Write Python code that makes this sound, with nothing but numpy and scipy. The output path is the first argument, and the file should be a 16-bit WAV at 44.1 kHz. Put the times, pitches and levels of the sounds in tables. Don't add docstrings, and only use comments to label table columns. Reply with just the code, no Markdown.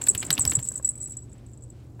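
import sys
import numpy as np
from scipy import signal
from scipy.fft import rfft, irfft
from scipy.io import wavfile
from scipy.ndimage import uniform_filter1d

SR = 44100
rng = np.random.default_rng(int(sys.argv[2]) if len(sys.argv) > 2 else 0)


def master(y):
    cut = np.clip(np.atleast_2d(y).T, -1, 1)
    pcm = np.round(cut * 32767)
    wavfile.write(sys.argv[1], SR, pcm.astype(np.int16))


def ratio_of_db(decibels):
    return 10 ** (np.asarray(decibels, float) / 20)


N = 88200

# start_s, peak_level_db, pitch_hz
HARD_SHAKE = [(0.0144, -29, 7650), (0.0174, -19, 7450), (0.0337, -26, 7950), (0.0389, -19.5, 7760),
              (0.0533, -40.5, 7680), (0.067, -21.5, 7490), (0.0853, -6.5, 7920), (0.0895, -2.5, 7780),
              (0.0987, -8.5, 7880), (0.1085, -32, 8050), (0.117, -29.5, 7530), (0.1383, -46, 8100),
              (0.15, -26, 8030), (0.178, -18, 7620), (0.1858, -26.5, 7840), (0.1955, -22, 7850),
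              (0.203, -25.5, 7840), (0.2105, -26.5, 7740), (0.2196, -28, 7840), (0.2287, -33.5, 7500),
              (0.2504, -25.5, 7450), (0.2658, -30.5, 8100), (0.285, -40, 8000), (0.313, -16, 8000),
              (0.327, -33, 7100), (0.3282, -7, 7680), (0.3362, -18.5, 7640)]
SHAKE_DYING = [(0.3953, -13, 8270), (0.4074, -12, 7820), (0.4136, -12, 7820), (0.4201, -15, 7600),
               (0.432, -31, 7350), (0.463, -25.5, 8060), (0.4763, -9.5, 7870), (0.4969, -14.5, 7670),
               (0.503, -21.5, 8000), (0.5093, -19, 7770), (0.5345, -23.5, 7420), (0.546, -30, 8300),
               (0.5529, -6.5, 7760), (0.5592, -38, 7500), (0.5912, -39, 7600), (0.5988, -28.5, 7340),
               (0.6268, -22.5, 7540), (0.631, -25.5, 7920), (0.6434, -25.5, 7670), (0.6518, -25.5, 7680),
               (0.6665, -29, 7840), (0.674, -24.5, 7640), (0.6866, -15, 7820), (0.7178, -29.5, 7840),
               (0.7384, -29, 7920), (0.7559, -25, 7800), (0.7595, -21.5, 8080), (0.7759, -24.5, 7720),
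               (0.7868, -40, 8170)]
TURNING = [(0.8275, -32, 7870), (0.847, -11, 7790), (0.86, -37, 7850), (0.8742, -22.5, 7980),
           (0.8902, -14, 7957), (0.906, -41.5, 7780), (0.9285, -44, 7930), (0.9352, -46, 7550),
           (0.9548, -33.5, 7900), (0.9779, -35.5, 7940), (1.0028, -32, 7810), (1.0085, -29.5, 8170),
           (1.0136, -27.5, 7630), (1.028, -28.5, 7870), (1.0403, -26.5, 7930), (1.0587, -25.5, 7850),
           (1.075, -34.5, 7920), (1.0959, -33, 7820), (1.1066, -30.5, 7860), (1.1205, -29, 7720),
           (1.1346, -51.5, 7720), (1.169, -26.5, 7740), (1.2211, -40, 7840), (1.2387, -58, 7740),
           (1.295, -53, 7940)]
SNIFFING = [(1.3163, -49, 7790), (1.3292, -38.5, 7730), (1.3338, -51, 7640), (1.381, -53.5, 8000),
            (1.4604, -66, 7930), (1.465, -45, 8140), (1.487, -50, 7750), (1.4954, -55, 7800),
            (1.516, -53, 7840), (1.5266, -55, 7360), (1.5348, -46, 7400), (1.5393, -50, 7730),
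            (1.575, -44, 7800), (1.609, -51.5, 7700), (1.623, -38.5, 7500), (1.6279, -47, 7300),
            (1.6377, -40, 7940), (1.6452, -51, 8160), (1.688, -56, 7700), (1.702, -36.5, 7650),
            (1.7657, -66, 7860), (1.7992, -67, 7600), (1.867, -62.5, 8010), (1.8997, -71.5, 7590),
            (1.9205, -65, 8070), (1.951, -68, 7450), (1.9646, -70, 7500), (1.992, -66.5, 7600),
            (1.678, -63, 7900), (1.506, -62, 7470)]
RING_T60 = [0.037, 0.048, 0.09, 0.0305]
CHATTER_LEVEL = [-16, -18.5, -27, -25]
SIDE_MODE_LEVEL = [3.5, 1.5, -2, 5.5]
# ratio_to_struck_pitch, level_db, share_of_ring_time
BELL_MODES = [(.925, -17.5, 0.34), (0.969, -9, 0.83), (1.002, 4, 0.83), (1.035, -9.5, 0.5),
              (1.085, -29.5, 2.8)]
# start_s, peak_level_db
BUCKLE_CLINKS = [(0.0153, -44), (0.0829, -25), (0.0879, -36), (0.1755, -37), (0.2467, -36), (0.3261, -30.5),
                 (0.3884, -25), (0.3939, -23), (0.4624, -33), (0.4742, -30), (0.4947, -35.5),
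                 (0.5326, -28.5), (0.555, -36), (0.5915, -28.5), (0.6299, -55), (0.6518, -45),
                 (0.6842, -53), (0.7072, -40), (0.7361, -48), (0.7591, -48), (0.825, -44), (0.8455, -44.5),
                 (0.8599, -37), (0.8684, -47), (0.8736, -38), (0.8884, -44.5), (0.9536, -44), (0.9776, -53),
                 (1.0075, -54), (1.0265, -63), (1.037, -49), (1.0537, -48), (1.0853, -62), (1.0944, -55),
                 (1.1053, -53.5), (1.1184, -59), (1.1661, -61), (1.217, -64), (1.2374, -68),
                 (1.5164, -60.5), (1.6216, -62.5), (1.6366, -63), (1.702, -55)]
# start_s, peak_level_db, centre_hz, length_s, treble_share_db
EAR_SLAPS = [
    (0.015, -28.5, 2490, 0.0031, -9),
    (0.07, -22, 3850, 0.0036, -0.5),
    (0.149, -18.5, 2500, 0.0028, -7),
    (0.2266, -22, 2650, 0.0042, -13),
    (0.3043, -4.5, 3780, 0.002, -10),
    (0.378, -12.5, 3330, 0.0028, -13.5),
    (0.4519, -11.5, 5320, 0.001, -1),
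    (0.5182, -20.5, 3080, 0.0052, -9),
    (0.5885, -30.5, 3100, 0.0038, -13),
]
# start_s, peak_level_db, centre_hz
FOOTFALLS = [
    (.714, -41.5, 1040),
    (0.797, -39, 1056),
    (1.087, -52.5, 890),
    (1.9945, -42.5, 1600),
    (1.9955, -41, 780),
]
# start_s, peak_level_db, pitch_hz, t60_s
BODY_THUMPS = [
    (0.104, -34, 372, 0.052),
    (0.149, -27.5, 102, 0.05),
    (0.302, -27, 146.3, 0.081),
    (.373, -31.5, 267.5, 0.087),
    (0.391, -25, 90.2, 0.05),
    (0.448, -26, 113, 0.07),
    (0.461, -31.5, 71, 0.21),
    (0.521, -33.5, 290, .07),
    (0.575, -23.5, 120, 0.13),
]
# time_s, level_db
MOVEMENT = [
    (0, -53),
    (.3, -50.5),
    (0.502, -51),
    (.62, -56),
    (.9, -65),
    (1.15, -70.5),
    (1.3, -82.5),
]
# frequency_hz, level_db_per_hz
RUSTLE_SPECTRUM = [(250, 16), (1000, -17), (3000, -10), (7500, -1.5), (16000, -12)]
# start_s, peak_level_db, centre_hz
FUR_FLICKS = [
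    (0.2176, -34, 2820),
    (.369, -32, 2480),
    (.39, -28.5, 910),
    (0.653, -53, 1210),
    (.763, -50, 1500),
    (0.883, -49.5, 2090),
    (0.9527, -53.5, 2050),
    (1.027, -49, 4420),
    (1.0768, -54, 2000),
    (1.136, -53, 2400),
]
# centre_s, level_db, length_s
BLANKET_SHIFTS = [
    (1.106, -71, 0.085),
    (1.4, -69, 0.16),
    (1.797, -68.5, .08),
]
# frequency_hz, level_db_per_hz
ROOM_SPECTRUM = [(25, -21.5), (70, -2.5), (170, -17), (290, -13.5), (490, -25), (2100, -50.5),
                 (7700, -51.5), (16000, -63.5)]


def level(x, db):
    return x * ratio_of_db(db) / np.sqrt(np.mean(x ** 2))


def band(x, hz, width):
    return signal.lfilter(*signal.iirpeak(hz, hz / width, SR), x)


def steep(x, hz, width):
    return band(band(x, hz, width), hz, width)


def colour(points):
    hz, db = np.array(points, float).T
    f = np.maximum(np.arange(N // 2 + 1) * SR / N, 1)
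    low_cut = np.minimum(f / hz[0], 1) ** 2
    gain = ratio_of_db(np.interp(np.log(f), np.log(hz), db)) * low_cut
    return level(irfft(rfft(rng.standard_normal(N)) * gain, N), 0)


def walk(rate):
    k = int(SR / rate)
    held = np.repeat(rng.standard_normal(N // k + 1), k)
    return 1.6 * uniform_filter1d(uniform_filter1d(held, k), k)[:N]


def add(out, s, x):
    i = int(s * SR)
    out[i:i + len(x)] += x[:max(len(out) - i, 0)]


def fade(t, t60, rise):
    return np.exp(-np.log(1000) * t / t60) * (1 - np.exp(-t / rise))


def ring(t, hz, t60, rise):
    return np.sin(2 * np.pi * hz * t) * fade(t, t60, rise)


def bell():
    strike_db, bounce_db, scatter_db, choke_db, tick_db = -1.34, -17.5, 2.5, -9, -15.5
    bounce_gap_s, hold_s, rise_s = 0.0099, 0.0058, 0.0009
    home_hz, bend = 7840, 0.7
    tones, chatter, t = np.zeros(N), np.zeros(N), np.arange(4096) / SR
    ratio, mode_db, share = np.array(BELL_MODES).T
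    is_side = mode_db < -3
    strikes = (HARD_SHAKE, SHAKE_DYING, TURNING, SNIFFING)
    for rows, t60, chatter_db, side_db in zip(strikes, RING_T60, CHATTER_LEVEL, SIDE_MODE_LEVEL):
        for s, db, hz in rows:
            luck, gaps = rng.standard_normal((3, 2, len(ratio))), rng.random((3, 2))
            struck_hz = home_hz + bend * (hz - home_hz)
            for k in range(3):
                scatter = (side_db + scatter_db * luck[k, 0]) * is_side
                gain = ratio_of_db(mode_db + scatter) * np.sign(luck[k, 1])
                modes_hz = struck_hz * ratio * (1 + 0.0049 * luck[k, 1])
                choke_s = hold_s * (1.09 + 0.45 * gaps[k, 1])
                choke = ratio_of_db(choke_db / (1 + np.exp((choke_s - t) / 0.0036)))
                hit = choke * (ring(t[:, None], modes_hz, t60 * share, rise_s) @ gain)
                delay = k * bounce_gap_s * (0.5 + gaps[k, 0])
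                add(tones, s - rise_s + delay, ratio_of_db(strike_db + db + (k > 0) * bounce_db) * hit)
            add(chatter, s - rise_s, ratio_of_db(0.64 * db + chatter_db) * fade(t, t60, rise_s))
    grit = chatter * rng.standard_normal(N) * ratio_of_db(3.6 * walk(500))
    shell_band = signal.butter(3, [6950, 8650], "band", fs=SR, output="sos")
    shell = 2.4 * signal.sosfilt(shell_band, grit)
    ticks = ratio_of_db(tick_db) * steep(grit, 12000, 8500)
    return tones * ratio_of_db(1.7 * walk(450)) + shell + ticks


def buckle():
    clink_db, low_db = 1.5, -5.5
    out, t = np.zeros(N), np.arange(600) / SR
    shape = np.exp(-t / 0.0019) * (1 - np.exp(-t / 0.0002))
    for s, db in BUCKLE_CLINKS:
        noise = rng.standard_normal(len(t)) * shape
        high = steep(noise, 11100, 9000)
        low = ratio_of_db(low_db) * steep(noise, 6300, 3000)
        add(out, s + 0.0003, ratio_of_db(db + clink_db) * (high + low) / np.abs(high).max())
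    return out


def ears():
    slap_db, body_db, tail_db, knock_db = -1.5, -15, -17, -25.5
    out, t = np.zeros(N), np.arange(3000) / SR
    for s, db, hz, length, treble_db in EAR_SLAPS:
        noise = rng.standard_normal((4, len(t)))
        shape = np.exp(-t / length) * (1 - np.exp(-t / 0.0008))
        crackle = noise[0] * ratio_of_db(4.47 * noise[1]) * shape
        snap = steep(crackle, hz, 1.07 * hz)
        bright_air = ratio_of_db(treble_db) * steep(crackle, 10000, 8500)
        hit = (snap + bright_air) / np.abs(snap).max() + 0.48 * ring(t, hz, 0.0073, 0.00028)
        tail = ratio_of_db(tail_db) * np.exp(-t / 0.028)
        body = steep(noise[2], 1700, 2900) * (shape + tail)
        add(out, s, ratio_of_db(db + slap_db) * hit + ratio_of_db(body_db + 0.5 * db) * body)
        knock = steep(noise[3] * np.exp(-t / 0.0088), 650, 1300)
        add(out, s, ratio_of_db(knock_db + 0.5 * db) * knock / np.abs(knock).max())
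    return out


def paws():
    out, t = np.zeros(N), np.arange(6000) / SR
    partials = ((0.52, 1.5), (1, 0.98), (1.53, 0.62))
    for s, db, hz in FOOTFALLS:
        tick = sum(gain * ring(t, hz * ratio, 0.021, 0.0013) for ratio, gain in partials)
        add(out, s, ratio_of_db(db + 1.5) * tick)
    for s, db, hz, t60 in BODY_THUMPS:
        sag = 1 + 0.15 * np.exp(-t / 0.015)
        add(out, s, ratio_of_db(db + 4.5) * ring(t, hz * sag, t60, 0.0021))
    return out


def flicks():
    out, t = np.zeros(N), np.arange(600) / SR
    for s, db, hz in FUR_FLICKS:
        flick = steep(rng.standard_normal(len(t)) * np.exp(-t / 0.0019), hz, 0.6 * hz)
        add(out, s, ratio_of_db(db) * flick / np.abs(flick).max())
    return out


def fur():
    effort = ratio_of_db(np.interp(np.arange(N) / SR, *np.array(MOVEMENT).T))
    rumble = level(band(rng.standard_normal(N), 163, 150), 6.5) * ratio_of_db(2.0 * walk(17))
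    rustle = colour(RUSTLE_SPECTRUM) * ratio_of_db(4.3 * walk(75))
    return effort * (rustle + rumble)


def blanket():
    t = np.arange(N) / SR
    swells = sum(ratio_of_db(db) * np.exp(-((t - s) / length) ** 2) for s, db, length in BLANKET_SHIFTS)
    cloth = level(band(rng.standard_normal(N), 1755, 1700), 0) * ratio_of_db(1.57 * walk(80))
    return swells * cloth


def room():
    t = np.arange(N) / SR
    dull_air = ratio_of_db(-48 + 0.5 * walk(5.7)) * colour(ROOM_SPECTRUM)
    hum = level(np.sin(2 * np.pi * 119.1 * t) * ratio_of_db(1.1 * walk(20)), -48.5)
    drone = level(steep(rng.standard_normal(N), 115, 55), -52.5)
    air_opens = 1 / (1 + np.exp((1.8 - t) / 0.027))
    high_air = level(steep(rng.standard_normal(N), 13500, 5000), -84) * air_opens
    return dull_air + hum + drone + high_air


def scene():
    echo_db, echo_t60_s = -18.5, 0.15
    near = bell() + buckle() + ears() + paws() + flicks()
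    t = np.arange(int(0.25 * SR)) / SR
    echo = rng.standard_normal(len(t)) * np.exp(-np.log(1000) * t / echo_t60_s) * (t > 0.003)
    wet = signal.fftconvolve(near, echo / np.sqrt(np.sum(echo ** 2)))[:N]
    return (near + ratio_of_db(echo_db) * wet + fur() + blanket() + room())[None]


def band_limit(x):
    return signal.sosfilt(signal.butter(12, 16800, fs=SR, output="sos"), x)


def record(dry):
    top_cut = signal.ellip(8, 0.2, 60, 15900, fs=SR, output="sos")
    return band_limit(signal.sosfilt(top_cut, dry))


dry = scene()
out = record(dry)
master(out)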